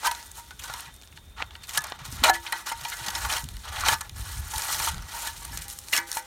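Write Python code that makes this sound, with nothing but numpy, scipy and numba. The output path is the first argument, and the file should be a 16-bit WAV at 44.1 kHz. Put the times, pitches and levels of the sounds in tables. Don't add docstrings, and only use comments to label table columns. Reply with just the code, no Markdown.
import sys
import numpy as np
from scipy import signal
from scipy.fft import rfft, irfft
from scipy.io import wavfile
from scipy.ndimage import uniform_filter1d
from numba import njit

SR = 44100
rng = np.random.default_rng(int(sys.argv[2]) if len(sys.argv) > 2 else 0)


def how_loud(loudness_db):
    steps = np.asarray(loudness_db, float) / 20
    return 10 ** steps


def transcribe(signal):
    frames = np.atleast_2d(signal).T
    limited = np.clip(frames, -1, 1)
    pcm = np.round(limited * 32767).astype(np.int16)
    wavfile.write(sys.argv[1], SR, pcm)


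N = 276058
STEP = 32

# start t/s, stop t/s, grit level/dB, sand share level/dB, blade share level/dB
SKID_EVENTS = [(0.357, 0.354, -51, 5, -1), (0.373, 0.397, -51, 7, 6.5), (1.159, 1.183, -48.5, -8, -8),
               (2.24, 2.288, -21, -7, 8), (2.34, 2.36, -31.5, -3.5, -4), (2.666, 2.697, -37.5, -2, 4.5),
               (2.722, 2.725, -36, -3, 8.5), (3.879, 3.941, -29, -4, 6.5), (3.999, 4.061, -54, -8, 12),
               (5.932, 5.976, -29, 2, -2.5), (5.616, 5.656, -47.5, 5, -13), (5.69, 5.734, -51.5, 9.5, -18),
               (5.751, 5.87, -57, 8.5, -16.5), (5.99, 6.038, -49, -2, -1)]
# t/s, thud level/dB, sand share level/dB, pitch the struck spot favours f/Hz
KNOCK_EVENTS = [(0.031, -24, -24, 930), (0.048, -24, -9, 940), (0.113, -25, -0.5, 943.4),
                (0.508, -33.5, -8, 1550), (0.638, -28.5, -4.5, 1520), (0.698, -25, -17, 1710),
                (0.738, -32, -1.5, 966.1), (1.374, -39.5, -40, 1260), (1.4, -37, -43, 2040),
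                (1.775, -20, 9, 1736), (1.84, -25.5, -2.5, 1790), (1.921, -30, -38, 700),
                (2.296, -10, -9, 800), (2.524, -17, -5, 1950), (2.669, -25.5, -17, 1950),
                (2.719, -26, -20, 1950), (3.222, -30, -15.5, 1950), (3.249, -13.5, -24, 1200),
                (3.325, -15, -10, 1500), (3.653, -30, -10, 950.6), (3.807, -24.5, -1, 910),
                (3.835, -14.5, -36, 1038), (3.862, -16, -23, 860), (3.885, -9.5, -8.5, 1400),
                (4.009, -24, -1.5, 1699), (4.538, -24, -10, 905.1), (4.683, -24, -5, 1880),
                (4.799, -16, -20, 1206), (4.874, -16.5, -15, 1000), (6.17, -25.5, 2.5, 896)]
# t/s, crunch level/dB, sand share level/dB, pitch the struck spot favours f/Hz
CRUNCH_EVENTS = [(0.593, -33.5, 0.5, 3202), (1.634, -35, -2.5, 2700), (1.692, -28.5, 0, 2087),
                 (1.748, -24, -15, 1460), (2.238, -9, -4, 2448), (2.465, -23.5, -16, 3220),
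                 (2.69, -31, 4, 2960), (2.849, -22, -19, 909.8), (2.919, -23, -36, 2150),
                 (3.063, -28, 3, 921), (3.083, -19.5, -10, 900), (3.151, -21, -7, 915),
                 (3.299, -22.5, -8.5, 3088), (3.365, -20.5, -4.5, 3146), (3.76, -22.5, -32, 1732),
                 (3.925, -19, -11, 1199), (4.745, -25, 3, 1850), (5.271, -25, -5, 940),
                 (5.93, -15, -34, 1947), (5.976, -18, -2, 1943), (0.655, -39, -2, 1700),
                 (0.796, -33, -4.5, 3002), (0.858, -36.5, -12, 2499), (2.81, -35.5, 2, 1502),
                 (2.836, -37, -2.5, 921.5), (2.883, -37, 10, 851.8), (2.99, -32, -14.5, 920),
                 (3.103, -28, 0, 1870), (3.18, -32.5, -1, 1401), (3.38, -28, -1, 4600),
                 (4.559, -32, 2, 3480), (4.725, -22, -5, 1401), (4.823, -24.5, -5, 4000),
                 (4.885, -23.5, -2, 1496), (5.118, -38.5, 2, 890), (5.197, -38, 0, 900),
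                 (5.425, -44, 7, 1140)]


def curve(table):
    s, *columns = np.transpose(table)
    return np.array([np.interp(np.arange(N) / SR, s, c) for c in columns])


def slow_time():
    return np.arange(0, N, STEP) / SR


def unit(x):
    return x / np.sqrt(np.mean(x ** 2))


def band(x, lo_hz, hi_hz, order=2):
    return signal.sosfilt(signal.butter(order, [lo_hz, hi_hz], "bandpass", fs=SR, output="sos"), x)


def walk(rate):
    k = int(SR / rate)
    held = np.repeat(rng.standard_normal(N // k + 1), k)
    return 1.63 * uniform_filter1d(uniform_filter1d(held, k), k)[:N]


@njit
def grains(start, hz, cycles, size):
    out = np.zeros(N + 20000)
    for k in range(len(start)):
        turn = 2 * np.pi * hz[k] / SR
        p = np.exp(1j * turn - turn / (2 * np.pi * cycles[k]))
        z = size[k] * np.exp(1j * turn / 2)
        for i in range(min(20000, int(6 * cycles[k] * SR / hz[k]))):
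            out[start[k] + i] += z.imag
            z *= p
    return out[:N]


@njit
def ring(force, hz, loss):
    out, z, p = np.empty(N), 0j, np.exp(2j * np.pi * hz / SR)
    for i in range(N):
        z = z * p * (1 - loss[i]) + force[i]
        out[i] = z.imag
    return out


def air():
    # f/Hz, density level/dB
    hiss_colour = [(88, -38), (150, -6), (380, -9.5), (466, -12.5), (2920, -20), (3620, -11.5), (4860, -45),
                   (8730, -26), (16000, -27)]
    colour_hz, colour_db = np.transpose(hiss_colour)
    hz = np.arange(N // 2 + 1) * SR / N + 1
    colour = how_loud(np.interp(np.log(hz), np.log(colour_hz), colour_db))
    return how_loud(-59.5) * unit(irfft(rfft(rng.standard_normal(N)) * colour, N))


def cricket(hz=3600, trill_hz=38):
    # t/s, level/dB
    trill_level = [(0, -58.5), (.35, -58), (.65, -57), (.95, -55.5), (1.3, -58.5), (1.7, -48), (2.1, -55),
                   (4.1, -59), (6.26, -71)]
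    wing = np.cumsum(trill_hz * (1 + 0.054 * walk(12)) / SR) % 1
    glide_hz = hz * (1 + 0.027 * (.5 - wing))
    tone = np.sin(2 * np.pi * np.cumsum(glide_hz) / SR) * np.sin(np.pi * wing) ** 2
    chorus = unit(band(rng.standard_normal(N), 3590.0, 3694.0))
    return how_loud(curve(trill_level)[0]) * (0.5 * tone * how_loud(1.6 * walk(5.6)) + 0.3852 * chorus)


def wind():
    # peak t/s, rumble level/dB, time to fall 10 dB t/s
    gust_events = [(0.6, -57, 0.5), (1.42, -47, 0.19), (2.19, -36, 0.11), (2.78, -49.5, 0.0575),
                   (3.25, -41.5, 0.09), (3.52, -43, 0.16), (3.87, -33, 0.07), (4.2, -37.5, 0.0551),
                   (4.399, -34, 0.08), (4.569, -34, 0.01), (4.8, -42, 0.0834), (4.98, -29.5, 0.044),
                   (5.15, -55, 0.2143), (5.55, -43, 0.1397)]
    # t/s, peak level/dB, f/Hz
    buffet_events = [(0.695, -46, 123), (1.782, -38.5, 145), (2.185, -39, 130), (2.125, -37, 254),
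                     (5.51, -43.5, 258), (5.587, -41, 148), (2.016, -39, 142.5), (2.083, -32, 121),
                     (2.22, -30.5, 248.8), (2.293, -40, 300), (2.821, -42, 135.8), (3.01, -37.5, 119.7),
                     (3.078, -39.5, 193), (3.243, -40, 132.4), (3.434, -32.5, 143), (3.45, -39, 236),
                     (4.405, -49, 230.1), (4.964, -50, 186), (5, -57, 199.3), (5.55, -42.5, 187),
                     (3.843, -42, 173.9), (3.916, -33, 120.9), (4.376, -44, 130), (4.797, -51, 119.1),
                     (2.139, -43, 221.1), (1.031, -58, 306), (5.458, -42, 131.2)]
    t = np.arange(N) / SR
    calm_db = -57.5
    gust = how_loud(calm_db) + sum(how_loud(db - 10 * abs(t - s) / fall) for s, db, fall in gust_events)
    rumble = unit(band(rng.standard_normal(N), 42.6, 86.0)) * how_loud(1.07 * walk(18))
    flutter = unit(band(rng.standard_normal(N), 111.0, 185.4, order=3)) * how_loud(5.9 * walk(24) - 20.5)
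    s, peak_db, hz = np.transpose(buffet_events)
    buffets = grains((s * SR).astype(np.int64), hz, np.full(len(s), 2.2), how_loud(peak_db + 1.0))
    return gust * (rumble + flutter) + band(buffets, 83.24, 560.0)


def free_blade():
    # f/Hz, level/dB, t60 t/s
    free_modes = [(338, -16, 0.57), (517.5, -19, 1.6), (809, -9, 0.64), (947, -6.5, 0.33),
                  (1140, -8.5, 0.17), (1350, -15, 0.25), (1544, -14.5, 0.3), (1710, -3, 0.13),
                  (1990, -13, 0.28), (1895, -14, 0.32), (2070, -9, 0.34), (2300, -5, 0.2),
                  (2940, -5, 0.0889)]
    # t/s, level/dB, pitch the struck spot favours f/Hz
    taps = [
        (5.419, -46.5, 1130),
        (5.53, -44.5, 1640),
        (5.58, -46, 1950),
        (5.62, -50, 1480),
        (5.655, -50, 800),
        (5.932, -39, 1950),
        (5.945, -36, 1727),
        (5.985, -32.5, 1740),
        (6.09, -49, 1950),
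        (6.169, -41, 1650),
    ]
    spot_gain_db, scatter = 9.5, 1.5
    s, tap_db, spot_hz = np.transpose(taps)
    scatter_db = scatter * rng.standard_normal((len(s), len(free_modes)))
    out = 0
    for (hz, db, t60), chance_db in zip(free_modes, scatter_db.T):
        spot_db = spot_gain_db * np.exp(-(np.log(spot_hz / hz) / 0.12) ** 2)
        force = np.zeros(N)
        force[(s * SR).astype(int)] = how_loud(tap_db + db + chance_db + spot_db)
        out = out + ring(force, 1. * hz, np.full(N, np.log(1000) / (max(t60, .02) * SR)))
    return out


def pings():
    # t/s, peak level/dB, f/Hz
    stone_pings = [(0.595, -47.5, 3170), (0.697, -37, 3820), (0.739, -34, 5600), (2.239, -14, 4060),
                   (2.243, -10.5, 2430), (2.247, -13, 2974), (2.465, -25.5, 3105), (2.466, -32, 2390),
                   (2.245, -21, 700), (2.297, -8.5, 812), (2.29, -14, 4010), (1.923, -38.5, 1192),
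                   (2.525, -25, 4020), (2.69, -31, 5500), (2.699, -27.5, 2990), (2.712, -35.5, 6900),
                   (2.731, -36.5, 5230), (3.064, -29, 4050), (3.084, -36, 3080), (3.151, -22.5, 5300),
                   (3.3, -23, 3080), (3.366, -21, 3090), (3.886, -13, 3070), (5.52, -36.5, 5370),
                   (5.93, -12.5, 2053), (5.932, -21.5, 2700), (5.935, -12.5, 2813), (5.975, -19, 5410),
                   (5.979, -21.5, 2180), (6.012, -38.5, 8700), (6.171, -29.5, 2347), (6.169, -30, 870),
                   (5.945, -33, 1394), (5.97, -27, 1512), (6.116, -33, 4430), (3.837, -27, 1021)]
    # t/s, peak level/dB, f/Hz
    mode_blows = [(0.031, -30.5, 900), (0.05, -21.5, 1550), (0.048, -25, 1230), (0.072, -19.5, 990),
                  (0.073, -31, 1703), (0.114, -24, 943.1), (0.699, -35, 1400), (0.74, -36, 990),
                  (1.776, -26.5, 1723), (1.778, -37, 933.3), (2.258, -23.5, 635), (2.279, -13.5, 930),
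                  (2.268, -19, 1350), (2.298, -37.5, 339), (2.53, -52.5, 339), (3.0, -52, 339),
                  (3.15, -51, 339), (2.25, -20, 1420), (5.985, -52, 630), (2.299, -15.5, 1723),
                  (2.298, -17, 750), (2.352, -27, 1950), (2.355, -37, 870), (2.524, -28, 1950),
                  (2.53, -24.5, 910), (2.555, -31, 922.8), (2.717, -22.5, 920), (3.89, -25, 1723),
                  (3.925, -23.5, 900), (4.012, -35.5, 1723), (4.535, -29.5, 880), (4.872, -22.5, 910),
                  (5.272, -31, 920), (5.275, -34.5, 1723), (6.169, -24, 900), (6.0, -41, 1020),
                  (2.29, -23, 1320), (1.78, -29, 1240), (0.87, -44, 1950)]
    # t/s, peak level/dB, f/Hz
    click_events = [(1.015, -31, 5500), (1.075, -32, 5495), (1.42, -19, 1998), (1.424, -11.5, 2430),
                    (1.921, -22.5, 907), (2.239, -3, 3500), (2.297, -10, 1500), (2.43, -35, 3000),
                    (1.776, -13.5, 4500), (2.969, -25, 7000), (3.886, -9, 2520), (3.985, -36, 2500),
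                    (4.582, -24, 6000), (4.622, -18.5, 5996), (5.574, -14, 6960), (5.788, -25.5, 5994),
                    (5.885, -22.5, 5000), (0.113, -19, 3503), (0.508, -26, 4050), (3.063, -25, 5000),
                    (3.299, -24, 3505), (0.698, -35, 590), (0.215, -37, 5496), (0.228, -25, 5990)]
    ping_fade_ms, ring_fade_ms, rise_ms = 5.05, 16.9, 0.39
    s, peak_db, hz = np.transpose(stone_pings + mode_blows)
    mode_hz = hz[len(stone_pings):]
    mode_fade_ms = ring_fade_ms * np.clip(840 / mode_hz, 1, None) ** 1.5
    mode_fade_ms *= 1 + 0.37 * (abs(mode_hz / 1723 - 1) < .02)
    fade_ms = np.r_[np.full(len(stone_pings), ping_fade_ms), mode_fade_ms]
    start = (s * SR).astype(np.int64)
    tones = grains(start, hz, hz * fade_ms / 1000, how_loud(peak_db))
    tones = tones - grains(start, hz, hz * rise_ms / 1000, how_loud(peak_db))
    s, peak_db, hz = np.transpose(click_events)
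    clicks = grains((s * SR).astype(np.int64), hz, np.full(len(s), 0.7), how_loud(peak_db + 3.5))
    return tones + band(clicks, 300.0, 11060)


def ticks(s, shares_db, chance, cycles, scatter_db, spot_hz=None):
    # f/Hz, level/dB
    tick_colour = [(600, -0.5), (850, -0.5), (1300, 1), (2200, 2.5), (3500, 4), (5500, 5.5), (8500, 8.5),
                   (11000, 3), (15500, 7)]
    colour_hz, colour_db = np.transpose(tick_colour)
    hz = 620 * (15800 / 620) ** chance[0]
    place = np.interp(np.log(hz), np.log([1150, 3600, 9500]), [0, 1, 2])
    db = sum(np.clip(1 - abs(place - k), 0, 1) * shares_db[k] for k in range(3))
    db = db + np.interp(np.log(hz), np.log(colour_hz), colour_db)
    if spot_hz is not None:
        db = db + 4 * np.exp(-(np.log2(hz / spot_hz) / 0.2) ** 2)
    size = how_loud(db - scatter_db * np.log(chance[1] + 0.008))
    size = size * np.sqrt(hz / 3600) * np.sign(chance[2] - .5)
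    start = np.clip(s * SR, 0, N - 1).astype(np.int64)
    return grains(start, hz, cycles * (.5 + chance[3]), size / np.sqrt(cycles))


def stroke(start, stop, end_db, swell_db, let_go_db_s):
    t = slow_time()
    grip_s = 0.012
    db = np.interp(t, [start, stop], [end_db - swell_db, end_db]) - let_go_db_s * np.clip(t - stop, 0, 1)
    return (how_loud(db) * np.clip((t - start) / grip_s + 1, 0, 1)) ** 2


def push():
    # t/s, level/dB
    trickle = [(0, -52), (1.25, -61.5), (1.96, -71), (2.3, -50), (4.1, -54.5), (6.26, -52.5)]
    # start t/s, stop t/s, grit at the stop level/dB, swell level/dB, sand share level/dB
    shoves = [(0.0, 0.06, -23, 29, -2), (0.066, 0.191, -46, 5, 0), (0.22, 0.262, -55.5, 6, 8.5),
              (0.598, 0.653, -44, 11, 2), (0.68, 0.807, -44, -0.5, -2), (0.807, 0.894, -51, -6.5, -5),
              (1.371, 1.407, -34.5, 7.5, -20), (1.463, 1.619, -57, 0, -6), (1.622, 1.653, -53, -1, 0),
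              (1.687, 1.723, -46, -3, 0), (1.74, 1.769, -34.5, 3.5, 1), (1.809, 1.958, -46.5, -5.5, -12.5),
              (1.992, 2.017, -45, -4.5, -12), (2.054, 2.064, -47.5, -7, 2.5), (2.12, 2.145, -50.5, -3, 8),
              (2.037, 2.227, -40.5, 8, -4.5), (2.437, 2.618, -42.5, 2, -4), (2.757, 2.83, -45.5, 8, -1.5),
              (2.832, 2.937, -40.5, 2, 2.5), (2.962, 3.043, -36, 7.5, -1), (3.062, 3.102, -36.5, -1, -3.5),
              (3.123, 3.181, -33.5, 4.5, -1.5), (3.205, 3.269, -34.5, 1, -1), (3.295, 3.367, -31.5, 1, -1),
              (3.393, 3.429, -44, -2.5, 3.5), (3.415, 3.56, -65, 9, 12), (3.642, 3.69, -37.5, 1.5, -9),
              (3.723, 3.84, -34.5, 3, -5.5), (3.851, 3.876, -24.5, 4, -6.5), (3.948, 3.981, -47.5, 1, 6.5),
              (4.164, 4.538, -43, 3.5, 2.5), (4.507, 4.608, -35.5, 5, 5.5), (4.626, 4.74, -34, 4, 2),
              (4.764, 4.888, -33, 1, 2), (4.887, 4.922, -44, -2, -0.5), (4.92, 5.066, -51, -2.5, -12),
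              (5.084, 5.175, -37, 9.5, 0), (5.189, 5.299, -41, -4, 2.5), (5.307, 5.592, -45.5, 2.5, 3),
              (5.866, 5.929, -45.5, 7, 7), (6.074, 6.183, -42.5, 3.5, 7.5)]
    power = how_loud(curve(trickle)[0, ::STEP]) ** 2 * how_loud(np.array([[-3.5], [0], [0]])) ** 2
    for start, stop, db, swell_db, sand_db in shoves:
        shares_db = np.array([[2 - 0.24 * sand_db], [0], [sand_db]])
        power = power + stroke(start, stop, db, swell_db, let_go_db_s=516) * how_loud(shares_db) ** 2
    for start, stop, db, sand_db, blade_db in SKID_EVENTS:
        shares_db = np.array([[blade_db], [0], [sand_db]])
        power = power + stroke(start, stop, db, -2.5, let_go_db_s=908) * how_loud(shares_db) ** 2
    return 10 * np.log10(power)


def scrape(shares_db, count=100000, jerk_db=1.0, patchy_db=1.3):
    chance = rng.random((count, 5)).T
    jerks_db = jerk_db * (walk(35) + 0.75 * walk(150))
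    jerks_db = jerks_db + patchy_db * np.array([walk(70) for _ in shares_db])
    jerky_db = shares_db + jerks_db[:, ::STEP]
    moment = (chance[4] * N).astype(int) // STEP
    return ticks(chance[4] * N / SR, jerky_db[:, moment] - 6.6, chance, cycles=2.87, scatter_db=2.5)


def cracks(count=60):
    # t/s, crack level/dB, sand share level/dB
    chips = [(0.07, -18.5, 1.5), (0.113, -24.5, -17), (1.022, -45, -2.5), (1.034, -43, -10),
             (1.126, -44, -29), (1.174, -36, -14), (1.423, -24.5, -32), (1.774, -21, -3), (1.508, -36, -32),
             (1.553, -30.5, -34), (1.921, -25, -24), (3.488, -37, 1.5), (3.568, -37, -3),
             (3.885, -16.5, -5.5), (4.095, -37, 0), (4.981, -36.5, -3), (5.023, -42, 3), (5.965, -21, 1),
             (0.738, -32.5, -2), (2.9, -40, 12), (3.084, -28, -6), (3.337, -23, -6.5), (4.831, -30, -10.5),
             (4.944, -36, -2), (5.709, -44, 6), (6.091, -40, -1)]
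    # t/s, snap level/dB, grit share level/dB
    snaps = [(0.149, -39, 11), (0.315, -35, -25), (0.806, -33, -28), (0.941, -40, -29), (0.963, -42.5, -29),
             (1.671, -41, -12.5), (1.733, -42, -10), (1.807, -37.5, -11), (1.819, -33, -18),
             (1.869, -34, -24), (1.899, -38, -8), (1.991, -46, -4), (2.056, -44, -23), (2.125, -36, -2),
             (2.97, -33, -14), (3.441, -34, -3), (4.197, -48, -14.5), (4.581, -22, -13), (4.62, -27, 0),
             (5.45, -27.5, -13.5), (5.574, -27.5, -5), (5.62, -32, -3), (5.682, -30.5, -18),
             (5.7, -30, -12), (5.788, -28, -20), (5.885, -38, 2.5), (6.116, -23, -11), (6.128, -27, -9),
             (6.149, -34, -2)]
    # time s, favoured Hz, rise ms, fade ms, thud dB, grit dB, sand dB
    stones = [(s, hz, 1.3, 2.4, db, db - 5 + 0.34 * sand, db + sand) for s, db, sand, hz in KNOCK_EVENTS]
    stones += [(s, hz, 1.3, 5, db - 5, db, db + sand) for s, db, sand, hz in CRUNCH_EVENTS]
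    stones += [(s, 2800, 0.55, 0.5, db - 3.5, db, db + sand) for s, db, sand in chips]
    stones += [(s, 6000, 0.55, 0.9, db + grit - 20, db + grit, db) for s, db, grit in snaps]
    chance = rng.random((len(stones), count, 6)).reshape(-1, 6).T
    s, spot_hz, rise_ms, fade_ms, *shares_db = np.repeat(np.array(stones), count, axis=0).T
    late_ms = -(np.log(chance[4]) * fade_ms + np.log(chance[5]) * rise_ms) - rise_ms
    return ticks(s + late_ms / 1000, np.array(shares_db) - 5.0, chance,
                 cycles=3.75, scatter_db=1.03, spot_hz=spot_hz)


def blade(force, spot_db=4, spread=0.072):
    # f/Hz, level/dB, free t60 t/s
    blade_modes = [(341, -23.5, 0.55), (534, -20, 0.21), (639, -15.5, 0.14), (767, -28, 0.16),
                   (899, -3, 0.087), (932, -4.5, 0.23), (1130, -15.5, 0.051), (1213, -14, 0.28),
                   (1340, -12, 0.1167), (1430, -12.5, 0.18), (1487, -5, 0.11), (1537, -7, 0.21),
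                   (1727, -5, 0.17), (1950, -4, 0.18), (2113, -6.5, 0.11), (2303, -15, 0.0758),
                   (2455, -12, 0.1), (2940, -13, 0.092), (3140, -5, 0.088),(4190, -6.5, 0.1)]
    # f/Hz, level/dB, t60 t/s
    edge_modes = [(2545, -7, 0.14), (3410, -4.5, 0.054), (3840, -21, 0.039), (4546, -3, 0.045),
                  (5500, -5, 0.098), (6050, -4.5, 0.05), (6820, -16, 0.073), (9800, -5, 0.055)]
    # t/s, freedom (0 pressed into the road - 1 in the air)
    freedom = [(0, 0.79), (1.2, 0.1), (2.29, 0.14), (2.31, 0.76), (2.9, 0.47), (5.5, 0.19), (5.9, 0.37),
               (6.26, 4.6)]
    t = np.arange(N) / SR
    pressed = 0.2367 * sum((t > start) & (t < stop) for start, stop, *_ in SKID_EVENTS)
    damping = 1 + 2.37 * np.clip(1 - curve(freedom)[0] + pressed, 0, 1) ** 2
    s, *_, spot_hz = np.transpose(sorted(KNOCK_EVENTS + CRUNCH_EVENTS))
    spot_hz = spot_hz[np.clip(np.searchsorted(s - .003, slow_time()) - 1, 0, None)]
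    out = 0
    for hz, db, t60 in blade_modes + edge_modes:
        drive_db = db + 1.54 * walk(40)[::STEP] + spot_db * np.exp(-(np.log(spot_hz / hz) / spread) ** 2)
        drive = np.repeat(how_loud(drive_db), STEP)[:N]
        out = out + ring(force * drive, 1. * hz, damping * np.log(1000) / (max(t60, .02) * SR))
    return band(out, 260.0, 22000, order=3)


def scene():
    grit = scrape(push())
    broken = band(cracks(), 310, 13600, order=1)
    direct = band(grit + broken, 826.0, 14550, order=3)
    shovel = direct + how_loud(-37.5) * blade(grit + how_loud(-2.5) * broken)
    bounce = np.r_[np.zeros(17), shovel[:-17]]
    return (shovel - how_loud(-17.5) * bounce + free_blade() + pings() + wind() + cricket() + air())[None]


def band_limit(x):
    return signal.sosfilt(signal.butter(12, 16810, fs=SR, output="sos"), x)


def record(dry):
    soft = np.tanh(0.6 * dry) / 0.6
    cut = signal.sosfilt(signal.ellip(10, .2, 60, 16000, fs=SR, output="sos"), soft)
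    return band_limit(cut)


dry = scene()
out = record(dry)
transcribe(out)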